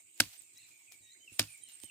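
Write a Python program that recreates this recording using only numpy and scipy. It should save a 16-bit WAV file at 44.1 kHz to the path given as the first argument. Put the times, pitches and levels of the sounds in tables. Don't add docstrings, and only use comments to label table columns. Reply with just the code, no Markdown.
import sys
import numpy as np
from scipy import signal
from scipy.fft import rfft, irfft, next_fast_len
from scipy.io import wavfile
from scipy.ndimage import uniform_filter1d

SR = 44100
rng = np.random.default_rng(int(sys.argv[2]) if len(sys.argv) > 2 else 0)


def linear_from_db(decibels):
    return 10 ** (np.asarray(decibels, float) / 20)


def wav_out(sig):
    wavfile.write(sys.argv[1], SR, np.round(np.clip(np.atleast_2d(sig).T, -1, 1) * 32767).astype(np.int16))


N = 83790

# pitch_hz, relative level_db
STEM_COLOUR = [(240, -25), (400, -4.5), (921, -13), (2930, -5), (3750, -0.5), (8760, -7), (14600, -12)]


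def evened(x):
    return x / np.sqrt(np.mean(x ** 2) + 1e-20)


def read(points, hz):
    f, value = np.transpose(points)
    return np.interp(np.log(hz + 1), np.log(f + 1), value)


def add(mix, start_s, sound):
    at = round(start_s * SR)
    part = mix[..., at:at + sound.shape[-1]]
    part += sound[..., :part.shape[-1]]


def pan(left_minus_right_db):
    half_db = left_minus_right_db / 2
    return linear_from_db(np.array([[half_db], [-half_db]]))


def colour(x, points):
    size = next_fast_len(x.shape[-1] + 512)
    gain = linear_from_db(read(points, np.fft.rfftfreq(size, 1 / SR)))
    return irfft(rfft(x, size) * gain, size)[..., :x.shape[-1]]


def crackle(shape, per_s, spread_db):
    size = linear_from_db(spread_db * np.minimum(rng.exponential(1, shape), 4))
    sign = rng.choice([-1., 1.], shape)
    return size * sign * (rng.random(shape) < per_s / SR)


def slow(top_hz, span=15):
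    t = np.arange(N) / SR
    rates = np.geomspace(top_hz / span, top_hz, num=20)
    return evened(sum(np.sin(2 * np.pi * (f * t + rng.random())) / np.sqrt(f) for f in rates))


def rise_fall(t, rise, t60):
    return np.exp(-(np.minimum(t, 0) / rise) ** 2) * linear_from_db(-60 * np.maximum(t, 0) / t60)


def ring(modes, tilt_db, t, share=1):
    out = 0
    for hz, db, t60 in modes:
        level_db = db + tilt_db * np.log2(hz / modes[1][0]) - 60 * t / t60 / share
        out = out + linear_from_db(level_db) * np.sin(2 * np.pi * hz * t)
    return out


def machete():
    return two_ports(chops() + thuds())


def chops():
    # loudest_s, crack level_db, rise_s, crack t60_s, falling stems level_db before bits, stems t60_s
    blows = [(0.2034, -16.5, .002, 0.023, -33, .12), (1.395, -16, 0.00091, 0.023, -35.5, 0.13)]
    # pitch_hz, relative level_db
    crack_colour = [(240, -33.5), (400, -11.5), (800, 0.5), (1060, -18), (1350, 2.5), (2840, 0),
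                    (4580, 0.5), (6640, -2.5), (8760, -0.5), (10400, -9.5), (14800, -8), (16400, -44)]
    # pitch_hz, relative level_db, t60_s
    blade_modes = [(3820, -8, 0.084), (4720, -6, .16)]
    blade_db, bits_share = -38, 2
    mix, t = np.zeros((2, N)), np.arange(SR // 2) / SR
    for s, crack_db, rise, t60, stems_db, stems_t60 in blows:
        u = t - 4 * rise
        crack = evened(colour(crackle(len(t), 16000, 3.5), crack_colour))
        burst = linear_from_db(crack_db) * rise_fall(u, rise, t60) * crack
        stems = crackle(len(t), 5000, 3) + crackle((2, len(t)), 5000, 3)
        stems = evened(colour(stems, STEM_COLOUR)) + bits_share * debris(len(t))
        tumble = linear_from_db(stems_db - 60 * t / stems_t60) * np.clip(u / rise / 2 + 1, 0, 1)
        add(mix, s - 4 * rise, burst + tumble * stems)
        add(mix, s, linear_from_db(blade_db) * ring(blade_modes, 0, t))
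    return mix


def debris(size):
    cycles, hits_per_s = 11, 30
    out = np.zeros((2, size))
    for hz in np.geomspace(900, 9500, num=24):
        turns = np.arange(int(SR * cycles / hz)) * hz / SR
        fade = linear_from_db(read(STEM_COLOUR, hz) - 40 * turns / cycles)
        grain = np.sin(2 * np.pi * turns) * fade * hz
        hits = crackle(size, hits_per_s, 4) + crackle((2, size), hits_per_s, 4)
        out += signal.oaconvolve(hits, grain[None], axes=1)[:, :size]
    return evened(out)


def thuds():
    # pitch_hz, relative level_db, t60_s before each thud's share
    soil_modes = [(64.5, -11, 0.13), (104.4, 2.5, 0.13), (155.2, -9.5, 0.17), (246, 4, 0.069),
                  (301, 3.5, 0.076), (549, -7, 0.051)]
    # start_s, level_db, tilt_db per octave toward the higher modes, share of the ring time
    thud_rows = [(.201, -38.5, 3.5, 1.02), (.262, -56, -5.5, 0.91), (1.004, -69.5, -6, 1.4),
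                 (1.318, -57, -2, .7), (1.396, -38, -0.3, 1.34), (1.836, -54.5, 3.5, 0.53)]
    rise_s = 0.0039
    mix, t = np.zeros((2, N)), np.arange(SR // 2) / SR
    for s, db, tilt_db, share in thud_rows:
        add(mix, s, linear_from_db(db) * np.minimum(t / rise_s, 1) * ring(soil_modes, tilt_db, t, share))
    return mix


def two_ports(x):
    # pitch_hz, left minus right level_db
    port_levels = [(60, -3.5), (550, -3.5), (1400, 1.5), (5500, -7), (9000, 6), (15000, 7.5)]
    # pitch_hz, left lead_rad
    port_leads = [(0, 0), (3880, 2), (6030, 17.5), (13100, 19.5), (15100, 36.5)]
    hz = np.fft.rfftfreq(N, 1 / SR)
    lead = np.interp(hz, *np.transpose(port_leads))
    half = linear_from_db(read(port_levels, hz) / 2) * np.exp(.5j * lead)
    return irfft(rfft(x) * np.array([half, 1 / half]), N)


def weeds():
    return swishes() + snaps() + knocks()


def swishes():
    # loudest_s, level_db, rise_s, t60_s
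    swish_rows = [(.255, -51, 0.061, 0.32), (.345, -57, 0.047, 0.53), (.545, -65.5, 0.013, 0.9),
                  (.695, -66, 0.069, 1), (0.923, -59.5, 0.0088, 0.37), (1.338, -62.5, 0.036, 1),
                  (1.44, -55, 0.024, 0.66), (1.393, -38, 0.0032, 0.025), (1.695, -61, 0.015, 0.94),
                  (1.838, -57, 0.026, 0.29)]
    # pitch_hz, relative level_db
    leaf_colour = [(350, -32), (700, -16), (1130, -20), (2440, -7), (4500, -8.5), (8270, -9), (15300, -11),
                   (16000, -38)]
    t = np.arange(N) / SR
    power = sum((linear_from_db(db) * rise_fall(t - s, rise, t60)) ** 2 for s, db, rise, t60 in swish_rows)
    leaves = evened(colour(crackle((2, N), per_s=2200, spread_db=0.5), leaf_colour))
    clumps = linear_from_db(1.5 * slow(65))
    return leaves * np.sqrt(power) * clumps * pan(-2)


def snaps():
    # start_s, level_db before the band filter, low_hz, high_hz, left minus right level_db
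    snap_rows = [(0.177, -46, 3000, 15000, 2), (0.4195, -42.5, 6000, 14700, 14.5),
                 (0.5744, -34, 4950, 6900, 5), (0.581, -46.5, 6000, 14000, 17),
                 (0.9213, -38, 1550, 15000, 10), (1.576, -46, 7020, 15000, 15.5),
                 (1.6878, -43, 8000, 15200, 17), (1.8004, -39.5, 1970, 13000, 7.5),
                 (1.8354, -37, 710, 15000, -12.5), (1.8424, -41.5, 5000, 15000, -18)]
    rise_s, t60_s, click = 0.00087, .0055, 1.18
    mix, t = np.zeros((2, N)), np.arange(3000) / SR
    for s, db, low_hz, high_hz, pan_db in snap_rows:
        puff = rng.standard_normal((2, len(t))) * rise_fall(t - rise_s, rise_s / 2, t60_s)
        puff = (puff + 0.4 * puff[::-1]) / 2
        puff[:, round(rise_s * SR)] += click
        band = signal.butter(3, [low_hz, high_hz], "band", fs=SR, output="sos")
        add(mix, s, linear_from_db(db) * pan(pan_db) * signal.sosfilt(band, puff))
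    return mix


def knocks():
    # start_s, level_db
    knock_rows = [(.345, -70), (.918, -66)]
    pitch_hz, t60_s = 734, 0.046
    mix, t = np.zeros((2, N)), np.arange(3000) / SR
    for s, db in knock_rows:
        add(mix, s, linear_from_db(db - 60 * t / t60_s) * np.sin(2 * np.pi * pitch_hz * t))
    return mix


def bird(calls, partials, pan_db, wet_db, flutter_db=3):
    flutter_hz = 130
    mix, wobble = np.zeros(N), 1 + .005 * slow(flutter_hz)
    for call in calls:
        s, hz, db = np.transpose(call)
        t = np.arange(s[0], s[-1], 1 / SR)
        pitch = uniform_filter1d(np.interp(t, s, hz), size=60)
        turns = np.cumsum(pitch * np.interp(t * SR, np.arange(N), wobble)) / SR
        edge = np.clip(np.minimum(t - s[0], s[-1] - t) / 0.004, 0, 1)
        tone = sum(linear_from_db(p_db) * np.sin(2 * np.pi * k * turns) for k, p_db in partials)
        add(mix, s[0], np.sqrt(2) * edge * linear_from_db(np.interp(t, s, db)) * tone)
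    mix = mix * linear_from_db(flutter_db * slow(flutter_hz, span=3))
    return pan(pan_db) * (mix + linear_from_db(wet_db) * grove_echo(mix))


def grove_echo(x):
    t60_s, gap_s = 0.41, 0.0089
    t = np.arange(SR // 2) / SR
    tail = crackle((2, len(t)), 2000, 0.4) * linear_from_db(-60 * t / t60_s) * (t > gap_s)
    return signal.fftconvolve(x[None], tail / np.linalg.norm(tail[0]), axes=1)[:, :N]


def chirping_bird():
    # start_s, length_s, first_hz, top_hz, last_hz, top at share of length, level_db, loudest at share
    chirp_rows = [(0.376, 0.032, 7400, 8740, 7200, 0.14, -54, 0.42),
                  (1.315, 0.065, 9650, 9700, 8000, 0.11, -59.5, 0.84),
                  (1.466, 0.098, 8260, 9150, 8300, 0.45, -59, 0.65),
                  (1.619, 0.041, 8000, 9020, 8050, 0.43, -56, 0.29),
                  (1.716, 0.045, 8320, 8570, 8420, 0.58, -55, 0.75),
                  (1.811, 0.057, 7750, 8670, 8400, 0.44, -53, 0.6)]
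    return bird([arch(*row) for row in chirp_rows], [(1, 0.046)], -13.0, -10, flutter_db=3.5)


def arch(start, length, first_hz, top_hz, last_hz, top, db, loudest):
    rise_power, fall_power, edge_db = 4.7, 1.9, -8.5
    u = np.linspace(0, 1, num=24)
    rising = (top_hz - first_hz) * abs(1 - u / top) ** rise_power
    falling = (top_hz - last_hz) * abs((u - top) / (1 - top)) ** fall_power
    hz = top_hz - np.where(u < top, rising, falling)
    level_db = db + np.interp(u, [0, loudest, 1], [edge_db, 0, edge_db / 2])
    return np.transpose([start + u * length, hz, level_db])


def singing_bird():
    # time_s, pitch_hz, level_db
    rising_note = [(1.14, 1300, -84), (1.16, 2000, -70), (1.174, 2330, -68)]
    whistle = [(1.197, 3040, -76), (1.21, 3040, -70), (1.248, 3103, -65), (1.268, 2950, -73),
               (1.281, 2720, -53), (1.308, 2480, -70)]
    warble = [(1.472, 2720, -63), (1.505, 2380, -62.5), (1.535, 2420, -64.5), (1.553, 2275, -55.5),
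              (1.57, 2115, -88.5)]
    song = twice(rising_note, later_s=.622, db=-4)
    song += twice(whistle, later_s=.617, db=-0.097)
    song += twice(warble, later_s=-.605, db=-4)
    return bird(song, [(1, 0.046)], 0.11, -3.5)


def twice(call, later_s, db):
    return [call, np.array(call) + [later_s, 0, db]]


def far_bird():
    # time_s, pitch_hz, level_db
    falling_notes = [
        [(.435, 2710, -77), (.5, 2380, -78)],
        [(.6, 2813, -68), (.665, 2210, -73)],
        [(.705, 2492, -71), (.76, 2236, -70.5)],
        [(1.625, 3216, -63), (1.68, 2930, -71.5), (1.71, 2780, -69)],
    ]
    return bird(falling_notes, [(1, 0.046)], 0.09, 3.1)


def reedy_bird():
    # time_s, pitch_hz of the second partial, level_db
    reed_notes = [
        [(.552, 3900, -76), (.576, 3900, -61), (.598, 4190, -67), (.608, 4290, -74)],
        [(1.018, 3905, -76), (1.05, 3790, -69), (1.104, 3800, -65), (1.12, 4010, -66), (1.14, 4030, -66)],
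        [(1.61, 3840, -68), (1.655, 3946, -72.5)],
    ]
    reed_partials = [(.5, -11), (1, 0), (1.5, -15)]
    # start_s, length_s, level_db at the start
    buzz_rows = [(0.598, 0.074, -74.5), (1.647, 0.098, -74.5)]
    return bird(reed_notes + [buzz(*row) for row in buzz_rows], reed_partials, .1, -6)


def buzz(start, length, db):
    t = np.arange(0, length, .001)
    trill_per_s = 37 * rng.uniform(0.394, 1.5, len(t))
    swing_hz = 340 * rng.uniform(0.24, 1.14, len(t))
    hz = 3940 + swing_hz * np.sin(2 * np.pi * np.cumsum(trill_per_s) / 1000)
    return np.transpose([start + t, hz, db + 6 * np.sin(np.pi * t / length)])


def cricket():
    # time_s, pulses_per_s
    pulse_rate = [(0, 63), (.4, 70.6), (1.9, 69.8)]
    pitch_hz, sweep_hz, pole_width_hz = 8400, 485, 93
    level_db, sounding_share, start_share = -70.5, .45, 0.88
    t = np.arange(N) / SR
    pulses = np.cumsum(np.interp(t, *np.transpose(pulse_rate))) / SR + start_share
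    at = np.minimum(pulses % 1 / sounding_share, 1)
    gate = np.sin(np.pi * at) ** 2
    turn = np.exp(2j * np.pi * np.cumsum(pitch_hz + sweep_hz * (at - .5)) / SR)
    r = np.exp(-np.pi * pole_width_hz / SR)
    noise = rng.standard_normal((2, N)) + 1j * rng.standard_normal((2, N))
    fuzz = signal.lfilter([1], np.convolve([1, -r], [1, -r]), noise)
    scrape = evened(gate * (turn * fuzz).real)
    return scrape * linear_from_db(level_db + 1.1 * slow(10)) * pan(-4)


def air():
    # pitch_hz, relative level_db
    air_colour = [(18, -59), (40, -19.5), (115, -8), (184, -18), (345, -8.5), (480, -20.5), (1460, -27),
                  (1860, -26), (2230, -6), (2750, -13.5), (3200, -18.5), (6050, -18), (6900, -2.5),
                  (8300, -1), (8900, -8), (9400, -36), (12000, -18.5), (14800, -15.5), (16200, -49)]
    # pitch_hz, left minus right level_db
    air_sides = [(60, -9.5), (380, -3), (2380, -11.5), (15000, 0)]
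    frames, hz = N // 128 + 5, np.fft.rfftfreq(512, 1 / SR)
    a, b, c, d, patches = rng.standard_normal((frames, 257, 5)).T
    patches = uniform_filter1d(patches, 5, 0)
    patches = evened(uniform_filter1d(patches, 14, 1))
    lean = read(air_sides, hz)[:, None] / 2
    z = np.array([(a + 1j * b) * linear_from_db(lean), (c + 1j * d) * linear_from_db(-lean)]) * linear_from_db(3.6 * patches)
    noise = signal.istft(z, nperseg=512, noverlap=384)[1][:, :N]
    return linear_from_db(-61.5) * evened(colour(noise, air_colour))


def scene():
    birds = chirping_bird() + singing_bird() + far_bird() + reedy_bird()
    return machete() + weeds() + birds + cricket() + air()


def low_pass(x):
    return signal.sosfilt(signal.butter(12, 16470, fs=SR, output="sos"), x)


def record(dry):
    low = signal.butter(3, 46.8, "high", fs=SR, output="sos")
    top = signal.firwin(255, 16200, window=("kaiser", 9), fs=SR)
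    mix = signal.oaconvolve(signal.sosfilt(low, dry), top[None], "same")
    return low_pass(mix)


dry = scene()
out = record(dry)
wav_out(out)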